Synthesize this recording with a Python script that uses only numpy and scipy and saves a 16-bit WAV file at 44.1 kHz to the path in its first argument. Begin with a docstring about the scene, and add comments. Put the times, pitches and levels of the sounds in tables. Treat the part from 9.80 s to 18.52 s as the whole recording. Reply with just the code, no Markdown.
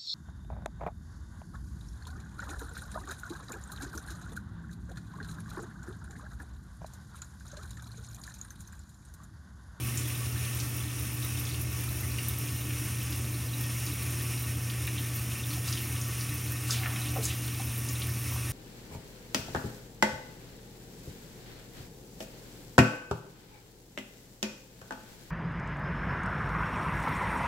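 """A shower sprays steadily into a bathtub, its nozzle hissing with thin whistles of fixed pitch.
Drops tick on the enamel and trap small bubbles that plink as the water runs off to the drain.
In the second half the water is stirred into one faint and two sharp splashes and a few low gurgles.
Tub and tiles echo the water, and an extractor fan hums behind it all. The sound is mono."""
import sys
import numpy as np
from scipy import signal
from scipy.fft import rfft, irfft
from scipy.io import wavfile
from scipy.ndimage import uniform_filter1d

SR = 44100
rng = np.random.default_rng(int(sys.argv[2]) if len(sys.argv) > 2 else 0)


def digitize_waveform(pressure):
    """Quantize a signal to 16-bit integers and store it at the path in sys.argv[1].

    Rows of a 2-D input are taken as channels; values are limited to [-1, 1].
    """
    field = np.atleast_2d(pressure).T
    bounded = np.clip(field, -1, 1)
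    quanta = np.round(bounded * 32767).astype(np.int16)
    wavfile.write(sys.argv[1], SR, quanta)


N = 384552
TIME = np.arange(N) / SR
FREQ = np.maximum(np.arange(N // 2 + 1) * SR / N, 1)

# Splashes of stirred water. Each row: loudest moment in seconds, level in dB, middle pitch in Hz.
SPLASH_EVENTS = [(5.886, -43, 5000), (6.908, -34, 5300), (7.454, -37.5, 6900)]


def spray(flutter_db=0.87, flow_db=0.5):
    """Countless tiny impacts and the whistling jets merge into a hiss that wavers with the flow."""
    # The tone of the hiss. Each row: frequency in Hz, level in dB per Hz.
    hiss_tone = [(200, -103), (850, -87.5), (1200, -82.5), (1650, -84.5), (2100, -83.5), (2650, -79),
                 (3300, -85.5), (4700, -88.5), (5600, -80.5), (7700, -87), (9400, -79), (10450, -85.5),
                 (11400, -85), (16000, -89.5)]
    # Whistles of the nozzle. Each row: pitch in Hz, width in Hz, boost over the hiss in dB.
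    whistles = [(1135, 70, 5), (1240, 60, 3.5), (1385, 60, 4.5), (1776, 24, 11.5), (1835, 75, 9),
                (2015, 40, 4.5), (2165, 60, 8), (2340, 40, 5), (2398, 34, 7), (2560, 30, 3.5),
                (2626, 32, 6.5), (2810, 32, 7.5), (3440, 70, 3.5), (5300, 85, 7.5), (5725, 30, 4.5),
                (6285, 30, 5.5), (6780, 60, 7), (8550, 250, 2.5), (9417, 32, 5.5), (9529, 75, 8),
                (9641, 32, 6), (9895, 40, 7.5), (9961, 42, 10), (10070, 50, 6), (11120, 90, 7.5),
                (11570, 70, 6.5)]
    grains = unit(impacts(rate=9000, spread_db=3.0) + rng.standard_normal(N))
    hiss = colour(grains, hiss_tone, whistles)
    return hiss * undb(flutter_db * drift(18) + flow_db * drift(2.23))


def patter(rate=240, db=-41.5, spread_db=4.0, shape_count=300):
    """Fine droplets of the spray crackle on the wet tub: many faint, a few strong."""
    out = np.zeros(N)
    cracks = [crack(hz=14000, decay_s=0.00067, octaves=0.28) for _ in range(shape_count)]
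    for when, force, shape in rng.random((int(rate * N / SR), 3)):
        gain = undb(db - spread_db * np.log(0.027 + force))
        add(out, when * N / SR, gain * cracks[int(shape * shape_count)])
    return out


def ticks(boost_db=1.0):
    """A drop hits the bare enamel with a tiny, high crack."""
    # Sharp drops. Each row: start in seconds, level in dB.
    hits = [(1.448, -23), (1.598, -22), (1.814, -23), (2.485, -16.5), (2.586, -22.5), (3.81, -24),
            (4.623, -26), (5.07, -25), (6.72, -23), (7.979, -23), (8.269, -26)]
    out = np.zeros(N)
    for s, db in hits:
        add(out, s, undb(db + boost_db) * crack(hz=13000, decay_s=0.00092, octaves=0.39))
    return out


def drips(db=-1, slap_db=-2, slap_cycles=1.8):
    """A larger drop slaps the film of water and leaves a bubble ringing."""
    # Drops that stand out. Each row: start in seconds, bubble pitch in Hz, level in dB.
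    big_drops = [(0.175, 7060, -18), (0.351, 3680, -27.5), (0.801, 6100, -23), (1.425, 3660, -27.5),
                 (1.652, 5460, -28), (1.711, 3660, -28), (2.385, 2740, -26.5), (2.686, 4800, -30),
                 (2.906, 2330, -30), (3.325, 4970, -26), (4.065, 5300, -25), (4.9, 3220, -29),
                 (5.076, 2550, -26), (5.927, 5260, -22.5), (6.214, 6500, -22), (6.41, 5570, -27),
                 (7.034, 2140, -27), (7.059, 1750, -20.5), (7.16, 2480, -28), (7.505, 2580, -27),
                 (8.089, 6800, -21), (8.219, 3170, -25)]
    drops = big_drops + stray_drips()
    out = bubbles(drops, cycles=3.2, glide=0.0086)
    for s, hz, drop_db in drops:
        add(out, s, undb(drop_db + slap_db) * crack(hz, slap_cycles / hz, octaves=0.52))
    return undb(db) * out


def stray_drips(rate=4, centre_hz=4000, octaves=0.73, db=-35, range_db=4):
    """Weaker drops fall at random, harder in a surge. 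Gives each one's start, pitch and level."""
    when, size, force = rng.random((int(rate * N / SR), 3)).T
    s = when * N / SR
    hz = centre_hz * 2 ** (octaves * (2 * size - 1))
    level_db = db + range_db * (force - .5) + surge_db(s) / 2
    return list(zip(s, hz, level_db))


def trickle(rate=55, centre_hz=2900, octaves=0.445, db=-44.5, spread_db=3, tilt_db=2):
    """Small bubbles of many sizes form where the spray lands and the water slips into the drain."""
    when, size, force = rng.random((int(rate * N / SR), 3)).T
    s = when * N / SR
    octave = octaves * np.clip(np.arctanh(2 * size - 1), -3, 3)  # most are near the middle size
    level_db = db + surge_db(s) - spread_db * np.log(0.032 + force)
    level_db += tilt_db * octave  # shallow water keeps big, low bubbles weak
    return bubbles(zip(s, centre_hz * 2 ** octave, level_db), cycles=5, glide=0.021)


def surge_db(s):
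    """How much harder the water bubbles at time s."""
    # Surges in the run-off. Each row: strongest moment in seconds, half-length in seconds, boost in dB.
    surges = [(1.77, .04, 4), (3.42, 0.1, 1), (5.13, .06, 7), (5.59, 0.037, 12), (5.97, .05, 8),
              (7.24, .07, 6.5)]
    return sum(boost * np.exp(-.5 * ((s - crest) / width) ** 2) for crest, width, boost in surges)


def splashes(fallback_lag_s=.04, fallback_db=-8.5):
    """Stirred water throws up drops that fall back a moment later, weaker and duller."""
    out = np.zeros(N)
    drops = impacts(rate=8000, spread_db=7.0)
    fallback = band(impacts(rate=3000, spread_db=3.5), hz=3050, octaves=.6) * undb(fallback_db)
    for s, db, hz in SPLASH_EVENTS:
        out += undb(db) * swell(s, rise_s=.018, fall_s=.022) * band(drops, hz, octaves=0.73)
        out += undb(db) * swell(s + fallback_lag_s, rise_s=0.028, fall_s=0.052) * fallback
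    return out


def smacks(boost_db=17):
    """At the height of each splash the water smacks the tub."""
    out = np.zeros(N)
    for s, db, hz in SPLASH_EVENTS:
        add(out, s, undb(db + boost_db) * crack(hz, decay_s=0.0011, octaves=0.22))
    return out


def gurgles(slosh_s=7.05, slosh_db=-47.5, bubble_db=8):
    """Pockets of air break up, each around one big bubble; the stirred water sloshes once and settles."""
    # Pockets of trapped air. Each row: loudest moment in seconds, level in dB, middle pitch in Hz.
    pockets = [(0.56, -47, 1500), (5.77, -56, 685), (5.881, -51, 1280), (6.289, -53, 1280),
               (6.899, -48, 1310), (7.364, -46.5, 1000), (7.366, -41.5, 550), (7.388, -41.5, 427),
               (7.797, -50, 880), (8.52, -53, 1000), (8.56, -50, 1030)]
    churn = impacts(rate=8700, spread_db=6.0)
    slosh = band(churn, hz=1190, octaves=1.0)
    out = undb(slosh_db) * swell(slosh_s, rise_s=0.097, fall_s=0.24) * slosh
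    for s, db, hz in pockets:
        out += undb(db) * swell(s, rise_s=.007, fall_s=0.013) * band(churn, hz, octaves=0.34)
    big_bubbles = [(s, hz, db + bubble_db) for s, db, hz in pockets]
    return out + bubbles(big_bubbles, cycles=4, glide=0.011)


def fan(waver_db=0.7):
    """The motor hums at twice the mains frequency while air rumbles in the duct."""
    # Tones of the motor. Each row: pitch in Hz, level in dB.
    motor_tones = [(120, -35.1), (138.7, -57), (360, -64.5), (600, -71)]
    # The tone of the rumbling air. Each row: frequency in Hz, level in dB per Hz.
    air_tone = [(20, -90), (42, -83), (60, -71.5), (72, -56.5), (88, -54.5), (100, -65), (130, -63),
                (175, -72), (310, -71.5), (380, -77), (600, -84), (900, -87.5), (3000, -110)]
    # Pitches at which the duct rings. Each row: pitch in Hz, width in Hz, boost over the rumble in dB.
    duct_rings = [(200, 10, 4), (226, 10, 8.5), (266, 8, 4.5), (298, 20, 10.5), (346, 8, 6)]
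    hum = np.zeros(N)
    for hz, db in motor_tones:
        hum += undb(db) * np.sqrt(2) * np.sin(2 * np.pi * (hz * TIME + rng.random()))
    hum *= undb(waver_db * drift(4))
    return hum + colour(rng.standard_normal(N), air_tone, duct_rings)


def bathroom(x, tub_db, tiles_db, tub_fade_s=0.048, tiles_fade_s=0.23, gap_s=.0025):
    """Add quick echoes between the tub walls and the longer ring of the tiled room."""
    t = TIME[:SR // 2]
    echoes = np.zeros(len(t))
    for db, fade_s in ((tub_db, tub_fade_s), (tiles_db, tiles_fade_s)):
        fade = np.exp(-np.log(1000) * t / fade_s)  # 60 dB down after fade_s
        tail = rng.standard_normal(len(t)) * fade * (t > gap_s)
        echoes += undb(db) * tail / np.sqrt(np.sum(tail ** 2))
    return x + signal.fftconvolve(x, echoes)[:N]


def bubbles(rows, cycles, glide):
    """Each trapped bubble rings for a few cycles and rises in pitch as it nears the surface."""
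    out = np.zeros(N)
    for s, hz, db in rows:
        age = np.arange(0, 6, hz / (cycles * SR))  # each unit of age fades the ring to about a third
        ring = np.sin(2 * np.pi * cycles * age * (1 + glide * age))
        onset = 1 - np.exp(-2 * cycles * age)
        add(out, s, undb(db) * np.exp(-age) * onset * ring)
    return out


def crack(hz, decay_s, octaves):
    """The slap of a drop: a tiny burst of noise around one pitch, with a peak of 1."""
    t = TIME[:SR // 50]
    edges_hz = np.clip([hz / 2 ** octaves, hz * 2 ** octaves], 50, .45 * SR)
    bandpass = signal.butter(3, edges_hz, "bandpass", fs=SR)
    burst = signal.lfilter(*bandpass, rng.standard_normal(len(t)) * np.exp(-t / decay_s))
    return burst / np.abs(burst).max()


def impacts(rate, spread_db):
    """Clicks at random moments, rate of them a second: many small, a few large."""
    when, force, side = rng.random((int(rate * N / SR), 3)).T
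    size = undb(-spread_db * np.log(0.0032 + force)) * np.sign(side - .5)
    return unit(np.bincount((when * N).astype(int), size, N))


def colour(x, tone, rings):
    """Shape even noise to a tone curve, with ringing peaks on top."""
    tone_hz, tone_db = np.transpose(tone)
    db = np.interp(np.log(FREQ), np.log(tone_hz), tone_db)
    for centre, width, boost in rings:
        db += boost / (1 + (2 * (FREQ - centre) / width) ** 2) ** 2
    return irfft(rfft(x) * undb(db), N) * np.sqrt(SR / 2)


def band(x, hz, octaves):
    """Keep the part of a sound around one pitch, at an average level of 1."""
    bell = np.exp(-.5 * (np.log2(FREQ / hz) / octaves) ** 2)
    return unit(irfft(rfft(x) * bell, N))


def swell(s, rise_s, fall_s):
    """A loudness curve that grows to 1 at time s and dies away."""
    return np.exp(-np.maximum((s - TIME) / rise_s, (TIME - s) / fall_s))


def drift(rate):
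    """A smooth random wander that heads for a new value rate times a second."""
    hold = int(SR / rate)
    steps = np.repeat(rng.standard_normal(N // hold + 1), hold)
    return unit(uniform_filter1d(steps, hold)[:N])


def add(out, s, sound):
    """Mix a short sound in at s seconds."""
    start = int(np.clip(s * SR, 0, N - 1))
    out[start:start + len(sound)] += sound[:N - start]


def undb(db):
    """Turn decibels into a volume factor."""
    return 10 ** (np.asarray(db) / 20)


def unit(x):
    """Scale to an average (rms) level of 1."""
    return x / np.sqrt(np.mean(x ** 2))


def scene():
    """Spray, drops, bubbles and splashes ring in the bathroom over the steady fan."""
    water = bathroom(trickle() + splashes() + gurgles(), tub_db=1.0, tiles_db=-1.0)
    plinks = bathroom(drips(), tub_db=-0.5, tiles_db=-2)
    drops = bathroom(ticks() + smacks() + patter(), tub_db=-4.5, tiles_db=-7.5)
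    hiss = undb(-0.35) * bathroom(spray(), tub_db=-16.5, tiles_db=-9.5)
    mono = water + plinks + drops + hiss + fan()
    return np.array([mono, mono])


def record(dry):
    """A steep filter cuts off the very highest treble."""
    top_hz = 15950
    return signal.sosfilt(signal.ellip(12, .1, 80, top_hz, fs=SR, output="sos"), dry)


dry = scene()
out = record(dry)
digitize_waveform(out)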